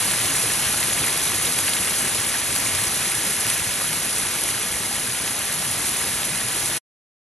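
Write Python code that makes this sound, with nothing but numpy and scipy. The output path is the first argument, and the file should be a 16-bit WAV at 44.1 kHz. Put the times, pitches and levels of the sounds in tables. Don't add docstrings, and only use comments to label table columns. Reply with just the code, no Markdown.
import sys
import numpy as np
from scipy import signal
from scipy.fft import rfft, irfft, next_fast_len
from scipy.io import wavfile
from scipy.ndimage import map_coordinates

SR = 44100
rng = np.random.default_rng(int(sys.argv[2]) if len(sys.argv) > 2 else 0)


def master(y):
    cut = np.clip(np.atleast_2d(y).T, -1, 1)
    pcm = np.round(cut * 32767)
    wavfile.write(sys.argv[1], SR, pcm.astype(np.int16))


N = 325896

# frequency_hz, level_db
IMPACT_SPECTRUM = [(30, -20.5), (120, -0.5), (300, -1), (550, -3), (900, -2.5), (1300, -2), (1800, -0.7),
                   (2500, -1.16), (3300, -2), (4500, -3.5), (6000, -1), (7800, 1.96)]
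# frequency_hz, gain_db
TREBLE_COLOUR = [(7800, 2), (8170, 0.7), (8340, 6.5), (8650, -0.5), (8900, -22), (9280, -26.5), (9590, 9),
                 (9780, 1.5), (11000, 7.5), (11750, 0), (12050, -9), (12300, -15.5), (12500, -7),
                 (13500, -18.5), (15400, -20.5)]


def amp(db):
    return 10 ** (np.asarray(db) / 20)


def unit(x):
    return x / np.sqrt(np.mean(x ** 2) + 1e-20)


def along(points, hz):
    frequencies, values = np.transpose(points)
    return np.interp(np.log(hz + 1), np.log(frequencies + 1), values)


def filtered(x, response):
    size = next_fast_len(N + 8192)
    return irfft(rfft(x, size) * response(np.fft.rfftfreq(size, 1 / SR)), size)[..., :N]


def below(hz, edge_hz):
    return 1 / np.sqrt(1 + (hz / edge_hz) ** 6)


def above(hz, edge_hz):
    return np.sqrt(1 - below(hz, edge_hz) ** 2)


def grains(lo_hz, hi_hz, cycles, spread_db, count, samples):
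    when, pitch, distance, phase, place = rng.random((count, 5)).T[:, :, None]
    hz = lo_hz + (hi_hz - lo_hz) * pitch
    k = np.arange(samples)
    turns = hz * k / SR
    age = turns / cycles
    height = amp(-spread_db * np.log(distance + .02)) * np.sqrt(hz)
    wave = height * age * np.exp(-age) * np.sin(2 * np.pi * (turns + phase))
    at = ((when * N).astype(int) + k).ravel()
    return np.array([unit(np.bincount(at, (wave * pan).ravel(), N)[:N]) for pan in (1, 2 * place - 1)])


def splashes(life_s, spread_db, count):
    when, distance = rng.random((count, 2)).T
    energy = amp(-spread_db * np.log(distance + .03)) ** 2
    arrivals = np.bincount((when * N).astype(int), energy, N)
    age = np.arange(SR // 10) / (life_s * SR)
    power = signal.fftconvolve(arrivals, (age * np.exp(-age)) ** 2)[:N]
    return unit(np.sqrt(np.abs(power)) * rng.standard_normal((2, N)))


def flurries(depth_db, rate_hz):
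    drift = map_coordinates(rng.standard_normal(4096), [np.arange(N) * rate_hz / SR], mode="wrap")
    return amp(depth_db * drift)


def shower(db_per_db):
    # time_s, level_db
    strength = [(0, -22), (0.5, -23), (1.7, -23.5), (2.2, -23.5), (2.43, -24.5), (2.72, -23.4),
                (3.33, -24.5), (3.5, -24), (3.62, -25), (4.3, -25), (4.8, -26), (5.3, -25.5), (5.6, -26),
                (5.9, -24.5), (6.35, -25.5), (6.75, -25)]
    time_s, level_db = np.transpose(strength)
    swell_db = np.interp(np.arange(N) / SR, time_s, level_db - level_db.mean())
    return amp(db_per_db * swell_db)


def stereo_field(pair, colour):
    # frequency_hz, coherence (0-1)
    coherence = [(130, .9999), (220, .996), (350, .97), (650, .83), (1400, .66), (1850, .992), (2300, .95),
                 (3100, .92), (4600, .9), (4880, .995), (5150, .9), (5600, .93), (5950, .997), (6400, .94),
                 (7000, .9), (8500, .985), (9000, .3), (9600, .95), (10000, .86), (11500, .88), (12500, .7),
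                 (13300, .8), (13800, 0), (14400, .1), (14700, .9)]

    def response(hz):
        angle = np.arccos(np.clip(along(coherence, hz), 0, 1)) / 2
        return colour(hz) * amp(along(TREBLE_COLOUR, hz)) * np.array([np.cos(angle), np.sin(angle)])
    mid, side = filtered(pair, response)
    return unit(np.array([mid + side, mid - side]))


def roof(level_db=-40.5):
    # frequency_hz, gain_db
    roof_response = [(15, -47), (25, -16.5), (109, -4.5), (330, -13), (430, -15.5), (730, -120)]
    thuds = splashes(life_s=0.0042, spread_db=-3.0, count=1800)
    drive = flurries(depth_db=0.54, rate_hz=11) * thuds
    rumble = stereo_field(drive, lambda hz: amp(along(roof_response, hz)))
    return amp(level_db) * shower(db_per_db=0.3) * rumble


def surges():
    # centre_s, length_s, gain_db
    clumps = [(0.66, 0.083, 3), (1.05, .16, 3.5), (1.688, 0.027, 6.5), (2.045, 0.035, 3.5),
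              (2.348, 0.018, 4.5), (2.71, .2, 0.5), (3.51, 0.03, 4), (4.38, 0.16, 1.5), (6.025, 0.038, 0)]
    t = np.arange(N) / SR
    return amp(sum(db * np.exp(-(2 * (t - centre_s) / length_s) ** 2) for centre_s, length_s, db in clumps))


def garden(level_db=-28):
    taps = grains(lo_hz=443, hi_hz=5690, cycles=1.0, spread_db=-0.5, count=17000, samples=192)
    clacks = amp(-6) * grains(lo_hz=1400, hi_hz=4200, cycles=1.6, spread_db=3.8, count=3000, samples=512)
    slaps = splashes(life_s=0.0018, spread_db=3.0, count=3600)
    wash = amp(7.5) * rng.standard_normal((2, N))
    mix = flurries(depth_db=0.6, rate_hz=20) * (surges() * (taps + clacks) + slaps) + wash
    patter = stereo_field(mix, lambda hz: amp(along(IMPACT_SPECTRUM, hz)) * below(hz, edge_hz=4930))
    return amp(level_db) * shower(db_per_db=0.96) * patter


def paving(level_db=-24.5):
    ticks = grains(lo_hz=3480, hi_hz=14520, cycles=4.7, spread_db=1.0, count=14000, samples=128)
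    spray = amp(3.0) * splashes(life_s=0.0043, spread_db=2.5, count=1600)
    hiss = amp(5.5) * rng.standard_normal((2, N))
    mix = flurries(depth_db=0.91, rate_hz=22) * (ticks + spray) + hiss
    sizzle = stereo_field(mix, lambda hz: amp(along(IMPACT_SPECTRUM, hz)) * above(hz, edge_hz=4060))
    return amp(level_db) * shower(db_per_db=1.07) * sizzle


def pots(t60_s=0.026, gain_db=-8):
    # start_s, level_db, pitch_hz
    strikes = [(0.055, -18, 915), (0.437, -17, 470), (0.743, -14, 1370), (0.829, -10, 4130),
               (1.081, -9.5, 2000), (1.274, -10, 3440), (1.385, -12.5, 2130), (1.475, -23.5, 450),
               (1.680, -10, 2470), (2.340, -13, 1780), (2.353, -10.5, 1780), (2.662, -8.5, 2170),
               (2.788, -13, 1800), (3.118, -9.5, 2520), (3.296, -21, 418), (3.814, -16.5, 1230),
               (3.817, -18.5, 553), (3.843, -15.5, 1250), (4.136, -23, 750), (4.348, -25, 533),
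               (4.386, -15, 2190), (4.489, -12, 1940), (4.631, -14, 3380), (4.741, -13, 2050),
               (4.752, -23.5, 463), (4.911, -19, 805), (4.955, -14, 1950), (5.073, -17, 1600),
               (5.19, -23, 3620), (5.962, -12, 2560), (6.015, -21.5, 1260), (6.016, -12, 1880),
               (6.317, -17, 3850), (6.346, -23, 1080), (6.414, -11, 1900)]
    t = np.arange(SR // 12) / SR
    out = np.zeros(N)
    for start_s, level_db, pitch_hz in strikes:
        waver = .5 * np.cumsum(rng.standard_normal(len(t))) * np.sqrt(pitch_hz / SR)
        ring_s = t60_s * np.sqrt(1800 / pitch_hz)
        envelope = amp(level_db + gain_db - 60 * t / ring_s)
        at = round(start_s * SR)
        out[at:at + len(t)] += envelope * np.sin(2 * np.pi * pitch_hz * t + waver)
    return out


def hailstones(crack_hz=10400, click_hz=2800, knock_t60_s=0.011, chips_t60_s=0.014):
    # start_s, ice_db, slab_db
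    stones = [(0.112, -14, -13.5), (0.669, -16, -13.5), (0.7753, -11.5, -23), (0.830, -15, -15.5),
              (0.930, -21, -16), (0.992, -20, -13), (1.0687, -11, -13.5), (1.1762, -8.5, -28.5),
              (1.319, -19, -12.5), (1.524, -10.5, -20.5), (1.5888, -8.5, -11.5), (1.604, -8, -21),
              (1.735, -19, -9.5), (1.767, -20.5, -15.5), (2.026, -14, -21), (2.562, -18, -9.5),
              (2.75, -5, -14.5), (2.8382, -9, -28), (3.1517, -5, -25.5), (3.4666, -8, -12.5),
              (3.5012, -4, -13.5), (3.5434, -9.5, -19), (3.930, -16, -15), (4.288, -23, -18.5),
              (4.411, -7.5, -22), (4.438, -8, -24.5), (4.4897, -7.5, -25), (5.2613, -12.5, -23),
              (5.2774, -11.5, -17.5), (5.714, -10, -26), (5.893, -8, -23), (6.6147, -16, -26),
              (6.6592, -9, -25)]
    t = np.arange(SR // 16) / SR

    def snap(hz, life_s):
        return t / life_s * np.exp(1 - t / life_s) * np.sin(2 * np.pi * hz * t)
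    ticks, knock_envelope, chips_envelope = np.zeros((3, N))
    for start_s, ice_db, slab_db in stones:
        size = np.exp(0.045 * rng.standard_normal())
        at = round(start_s * SR)
        span = slice(at, at + len(t))
        ticks[span] += amp(ice_db) * snap(crack_hz / size, life_s=0.00011)
        ticks[span] += amp(slab_db) * snap(click_hz / size, life_s=0.00014)
        knock_envelope[span] += amp(slab_db - 1 - 60 * t / knock_t60_s)
        chips_envelope[span] += amp(ice_db - 8 - 60 * t / chips_t60_s)
    knock = knock_envelope * rng.standard_normal(N)
    knock = filtered(knock, lambda hz: above(hz, edge_hz=1100) * below(hz, edge_hz=6100))
    chips = chips_envelope * rng.standard_normal(N)
    chips = filtered(chips, lambda hz: above(hz, edge_hz=5400) * amp(along(TREBLE_COLOUR, hz)))
    return filtered(ticks + chips, lambda hz: below(hz, edge_hz=11500)) + knock


def roof_booms(t60_s=0.19, attack_s=0.028):
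    # start_s, level_db, pitch_hz
    strikes = [(0.19, -24, 113), (0.28, -26, 276), (0.359, -28.5, 179), (0.425, -22, 122),
               (0.624, -25.5, 129), (1.476, -24, 253), (1.646, -34, 108), (1.775, -25.5, 189.4),
               (2.025, -22, 366), (2.135, -27, 120), (2.579, -27, 279), (2.715, -23.5, 89),
               (2.785, -23, 111), (3.055, -24.5, 175), (3.14, -26, 111), (3.254, -29.5, 178),
               (3.45, -25, 156), (3.665, -28, 102), (3.88, -24, 162), (4.94, -24, 128), (5.537, -22.5, 151),
               (5.652, -23.5, 119), (5.832, -30, 77), (6.305, -23, 164), (6.428, -24, 119)]
    t = np.arange(SR // 6) / SR
    envelope = (1 - np.exp(-t / attack_s)) * amp(-60 * t / t60_s)
    out = np.zeros(N)
    for start_s, level_db, pitch_hz in strikes:
        at = round(start_s * SR)
        out[at:at + len(t)] += amp(level_db) * envelope * np.sin(2 * np.pi * pitch_hz * t)
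    return out


def scene():
    return roof() + roof_booms() + garden() + paving() + pots() + hailstones()


def record(dry):
    # frequency_hz, phase_rad
    phase_lead = [(1700, 0), (1950, .1), (2500, .65), (4100, .75), (4600, 1.6), (4880, 3.14), (5150, 5),
                  (5750, 6.28), (6150, 6.28), (6400, 6.85), (8150, 8.8), (8350, 6.28), (11600, 6.28),
                  (11750, 3.7), (12200, 4), (12400, 6.28)]
    # frequency_hz, difference_db
    balance = [(200, 0), (700, 1.9), (1700, 0)]
    low_hz, top_hz = 41, 15700
    cut_s, fade_t60_s = 6.777, .025
    side = np.array([[.5], [-.5]])
    pair = filtered(dry, lambda hz: np.exp(1j * side * along(phase_lead, hz))
                    * amp(side * along(balance, hz)))
    pair = filtered(pair, lambda hz: above(hz, low_hz))
    gate = amp(-60 * np.clip((np.arange(N) / SR - cut_s) / fade_t60_s, 0, 3))
    return filtered(pair * gate, lambda hz: 1 / (1 + (hz / top_hz) ** 200))


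dry = scene()
out = record(dry)
master(out)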